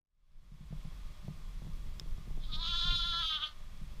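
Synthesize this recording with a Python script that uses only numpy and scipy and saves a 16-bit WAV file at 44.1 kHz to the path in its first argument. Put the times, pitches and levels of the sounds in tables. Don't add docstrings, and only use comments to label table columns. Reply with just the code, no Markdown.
import sys
import numpy as np
from scipy import signal
from scipy.fft import rfft, irfft
from scipy.io import wavfile
from scipy.ndimage import uniform_filter1d

SR = 44100
rng = np.random.default_rng(int(sys.argv[2]) if len(sys.argv) > 2 else 0)


def master_out(mix):
    frames = np.transpose(np.atleast_2d(mix))
    ceiling = np.clip(frames, -1, 1)
    pcm = np.round(ceiling * 32767).astype(np.int16)
    wavfile.write(sys.argv[1], SR, pcm)


N = 176400

# (time [s], pitch [Hz], roughness [clipped to 0-1])
VOICE = [(2.42, 317.9, 1.13), (2.515, 308.6, 0.88), (2.54, 307.2, 0.31), (2.578, 312, 0),
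         (2.615, 341.7, 0.53), (2.632, 336.8, 0.27), (2.65, 324.8, 0.87), (2.685, 349.6, 0.36),
         (2.712, 348, 0.16), (2.738, 338, 0.48), (2.77, 346.3, 0.22), (2.792, 347, 0.77),
         (2.816, 336.7, 0.32), (2.86, 353.5, 0.43), (2.905, 348.9, 0), (2.945, 349, 0.2),
         (2.97, 345.3, 0.1), (3.0, 344.8, 0.3), (3.03, 339, 0.11), (3.075, 348.2, 0.02),
         (3.11, 343.5, 0.14), (3.135, 337, 0.25), (3.208, 342.5, 0.05), (3.23, 321, 0.3),
         (3.255, 324.3, 0.25), (3.284, 322.4, 0.2), (3.3, 315.7, 0.47), (3.33, 311.6, 0.22),
         (3.37, 307.1, 0.34), (3.392, 286.2, 0.92), (3.425, 307.4, 0.1), (3.45, 308, 0.54),
         (3.5, 299.8, 0.77)]
JITTER, SHIMMER_DB, RASP_DB = .018, 2, -3
PUFF_DECAY_CYCLES = 0.17


def vocal_folds():
    pitch_hz = curve(VOICE)
    roughness = np.clip(curve(VOICE, column=2), 0, 1)
    cycle = (np.cumsum(pitch_hz) / SR).astype(int)
    detune, strength = rng.standard_normal((N // 50, 2))[cycle].T
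    turns = np.cumsum(pitch_hz * (1 + JITTER * roughness * detune)) / SR
    pulses = unit(sum(np.cos(2 * np.pi * k * turns) for k in range(1, 44)))
    puffs = unit(np.exp(-(turns % 1) / PUFF_DECAY_CYCLES) * rng.standard_normal(N))
    return pulses * undb(SHIMMER_DB * roughness * strength) + undb(RASP_DB) * roughness ** 2 * puffs


# (frequency [Hz], gain [dB])
THROAT = [(250, -42), (590, -39.5), (700, -27.5), (1030, -19.5), (1360, 1.5), (1720, -18.5), (2070, -19),
          (2500, -27.5), (3200, -82)]
MUZZLE = [(1700, -70), (2100, -19.5), (2420, -21), (2760, -19), (3100, -4.5), (3420, 3), (3790, -2),
          (4140, -3), (4450, -28), (5200, -73)]
NOSE = [(3700, -52.5), (4200, -9), (4480, 6), (4850, -4.5), (5200, -6), (5800, -17), (6500, -12.5),
        (7300, -27.5), (8000, -33.5), (14000, -44)]
WHISTLE = [(7500, -58), (8400, -21), (8900, -27), (9400, -30), (10600, -46)]
# (time [s], throat [ratio], muzzle and nose [ratio])
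MOUTH = [(2.42, 1, 1.02), (2.55, 0.85, 1.04), (2.6, 0.81, 1.07), (2.68, 0.94, 0.97), (2.82, 0.94, 1.01),
         (2.95, 0.96, 1.012), (3.15, 1.0, 0.99), (3.27, 1.0, 0.97), (3.36, 0.96, 0.95), (3.45, 0.96, 0.93)]
# (time [s], level [dB])
THROAT_LEVEL = [(2.48, -59), (2.514, -58), (2.674, -47), (2.698, -51.5), (2.748, -41), (2.772, -49),
                (2.898, -41), (2.954, -44), (2.97, -57), (3.002, -39.5), (3.028, -52.5), (3.048, -43),
                (3.122, -44.5), (3.138, -38.5), (3.256, -43), (3.274, -59.5), (3.312, -42), (3.414, -50),
                (3.43, -41.5), (3.54, -67)]
MUZZLE_LEVEL = [(2.39, -62), (2.398, -73), (2.446, -52.5), (2.466, -62), (2.51, -58.5), (2.534, -39.5),
                (2.558, -41.5), (2.572, -52.5), (2.63, -39), (2.848, -34.5), (2.856, -39), (2.886, -33),
                (2.898, -37.5), (2.912, -33), (2.946, -36), (2.956, -31.5), (2.982, -37.5), (3.036, -35),
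                (3.052, -37.5), (3.366, -35), (3.392, -49), (3.44, -33), (3.522, -66.5), (3.54, -61)]
TREBLE_LEVEL = [(2.39, -81), (2.418, -70), (2.502, -67), (2.558, -52), (2.578, -65), (2.68, -46),
                (2.7, -50), (2.732, -47), (3.02, -47.5), (3.03, -50.5), (3.254, -48), (3.35, -50),
                (3.388, -58), (3.474, -53), (3.526, -71), (3.54, -73)]
THROAT_TRIM_DB, MUZZLE_TRIM_DB, TREBLE_TRIM_DB = -1, 0.5, -0.5
WHISTLE_UNSHIFTED_S, WHISTLE_OCT_PER_S, WHISTLE_MAX_OCT = 2.93, .9, .33


def lamb():
    source = vocal_folds()
    low_drive = pen(source, echo_db=-8)
    high_drive = pen(source, echo_db=-3)
    throat_shift, upper_shift = curve(MOUTH), curve(MOUTH, column=2)
    climb_oct = np.minimum(WHISTLE_OCT_PER_S * (clock() - WHISTLE_UNSHIFTED_S), WHISTLE_MAX_OCT)
    throat = follow(sweep(low_drive, THROAT, throat_shift), THROAT_LEVEL)
    muzzle = follow(sweep(high_drive, MUZZLE, upper_shift), MUZZLE_LEVEL)
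    nose = sweep(high_drive, NOSE, upper_shift)
    whistle = sweep(high_drive, WHISTLE, 2 ** climb_oct)
    treble = follow(nose + whistle, TREBLE_LEVEL)
    return undb(THROAT_TRIM_DB) * throat + undb(MUZZLE_TRIM_DB) * muzzle + undb(TREBLE_TRIM_DB) * treble


def pen(x, echo_db, t60_s=0.23, delay_s=.003):
    t = clock()[:SR // 2]
    echo = rng.standard_normal(len(t)) * undb(-60 * t / t60_s) * (t > delay_s)
    echo /= np.sqrt(np.sum(echo ** 2))
    return x + undb(echo_db) * signal.fftconvolve(x, echo)[:N]


# (time [s], thud gain [dB], tap gain [dB])
KNOCKS = [(0.517, -49.5, -85), (0.607, -45, -68), (0.706, -43.5, -75), (0.726, -40.5, -42.5),
          (0.849, -40, -49), (1.244, -45, -72), (1.281, -35, -38), (1.619, -44, -45), (1.649, -41.5, -51),
          (1.667, -41, -46), (2.013, -47, -46), (2.06, -52, -48), (2.179, -45, -53), (2.275, -43.5, -50),
          (2.305, -46, -44), (2.375, -48.5, -43), (2.531, -42, -54.5), (2.688, -47, -79), (2.85, -39, -63),
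          (2.925, -43, -47), (3.813, -43.5, -69)]
# (frequency [Hz], gain [dB], t60 [s])
BODY_MODES = [(121, 0, 0.1), (149.5, 7.5, 0.13), (181, 0.5, 0.15), (321, -25.5, 0.14)]
# (frequency [Hz], relative gain [dB])
TAP_SPECTRUM = [(150, -1.5), (300, 7), (550, -0.5), (880, -3), (1100, -23), (2000, -40), (6000, -70)]


def knocks(thud_rise_s=0.0065, scrape_t60_s=0.083, scrape_gain=.04):
    t, thuds, contacts = clock(), 0, 0
    scrape_noise = scrape_gain * rng.standard_normal(N)
    for start, thud_db, tap_db in KNOCKS:
        age = np.maximum(t - start, 0)
        thuds += undb(thud_db) * ring(BODY_MODES, age) * (1 - np.exp(-age / thud_rise_s))
        blow = signal.unit_impulse(N, int(start * SR))
        scrape = scrape_noise * (age > 0) * undb(-60 * age / scrape_t60_s)
        contacts += undb(tap_db) * (blow + scrape)
    tap_peak = colour(signal.unit_impulse(N), TAP_SPECTRUM).max()
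    return thuds + colour(contacts, TAP_SPECTRUM) / tap_peak


# (frequency [Hz], relative density [dB])
RUMBLE_SPECTRUM = [(8, -18), (16, 9.5), (27, -1.5), (38, 0), (52, -10.5), (75, -12.5), (110, -21.5),
                   (155, -19), (200, -27), (260, -33.5), (450, -42), (1000, -60)]
# (time [s], level [dB])
RUMBLE_LEVEL = [(0, -99.5), (.2, -67), (.5, -49.5), (.8, -42), (1.4, -41.5), (1.8, -38), (2.3, -38.5),
                (2.6, -37.5), (2.95, -37), (3.15, -40.5), (3.5, -48), (4, -37)]


def rumble(waver_db=1.5):
    noise = unit(colour(rng.standard_normal(N), RUMBLE_SPECTRUM))
    return noise * undb(curve(RUMBLE_LEVEL) + waver_db * drift(rate_hz=18))


# (time [s], gain [dB])
CRACKS = [(1.9972, -37), (1.9978, -30), (1.9995, -47), (2.0005, -47)]
# (frequency [Hz], gain [dB], t60 [s])
STRAW_MODES = [(3770, -9, 0.011), (5240, 1.5, 0.0041), (7100, -23.5, 0.009), (13500, -19, 0.0015)]


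def straw(ticks_per_s=21, rustle_db=-84.5):
    t = clock()
    snap = sum(undb(db) * ring(STRAW_MODES, np.maximum(t - start, 0)) for start, db in CRACKS)
    ticks = (rng.random(N) < ticks_per_s / SR) * rng.standard_normal(N)
    rustle = signal.fftconvolve(ticks, ring(STRAW_MODES, t[:SR // 20]))[:N]
    return snap + undb(rustle_db) * unit(rustle)


# (frequency [Hz], relative density [dB])
AIR_SPECTRUM = [(180, -47), (300, -7.5), (559, -2.5), (606, -1.5), (801, -3), (991, -0.5), (1080, 0.5),
                (1570, -4.5), (2140, -2.5), (2970, -5), (3440, -3.5), (4470, -6.5), (15000, -22.5)]
# (centre [Hz], width [Hz], level [dB])
DRONES = [(596, 4, -79), (1080, 68, -76), (1209, 36, -77), (3340, 80, -77.5)]


def barn_air(hiss_db=-64):
    air = undb(hiss_db) * unit(colour(rng.standard_normal(N), AIR_SPECTRUM))
    for hz, width_hz, db in DRONES:
        band = 1 / (1 + (2 * (bins_hz() - hz) / width_hz) ** 2)
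        air += undb(db) * unit(irfft(rfft(rng.standard_normal(N)) * band, N))
    return air


def undb(db):
    return 10 ** (np.asarray(db) / 20)


def unit(x):
    return x / np.sqrt(np.mean(x ** 2) + 1e-18)


def clock():
    return np.arange(N) / SR


def bins_hz():
    return np.arange(N // 2 + 1) * SR / N


def curve(rows, column=1):
    rows = np.array(rows)
    return np.interp(clock(), rows[:, 0], rows[:, column])


def gain_at(spectrum, hz):
    spectrum = np.array(spectrum)
    return undb(np.interp(np.log(hz + 1e-9), np.log(spectrum[:, 0]), spectrum[:, 1]))


def minimum_phase(gains):
    cepstrum = irfft(np.log(gains), axis=0)
    half = len(cepstrum) // 2
    cepstrum[1:half] *= 2
    cepstrum[half + 1:] = 0
    return np.exp(rfft(cepstrum, axis=0))


def colour(x, spectrum):
    return irfft(rfft(x) * minimum_phase(gain_at(spectrum, bins_hz())), N)


def sweep(x, spectrum, shift):
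    hz, t, frames = signal.stft(x, SR, nperseg=512, noverlap=384)
    gains = gain_at(spectrum, hz[:, None] / np.interp(t, clock(), shift))
    return signal.istft(frames * minimum_phase(gains), SR, nperseg=512, noverlap=384)[1][:N]


def follow(x, levels, ramp_s=0.013):
    t = clock()
    rms = np.sqrt(uniform_filter1d(x ** 2, size=900) + 1e-12)
    gate = np.clip(np.minimum(t - levels[0][0], levels[-1][0] - t) / ramp_s, 0, 1)
    return x / rms * gate * undb(curve(levels))


def drift(rate_hz):
    return unit(irfft(rfft(rng.standard_normal(N)) * np.exp(-(bins_hz() / rate_hz) ** 2), N))


def ring(modes, age_s):
    return sum(undb(db - 60 * age_s / t60) * np.sin(2 * np.pi * hz * age_s) for hz, db, t60 in modes)


def scene():
    fade_s = 0.83
    fade = np.minimum(clock() / fade_s, 1) ** 2.19
    return (lamb() + knocks() + rumble() + fade * (barn_air() + straw()))[None]


def record(dry):
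    cutoff_hz = 15300
    return signal.sosfilt(signal.ellip(10, .2, 60, cutoff_hz, fs=SR, output="sos"), dry)


dry = scene()
out = record(dry)
master_out(out)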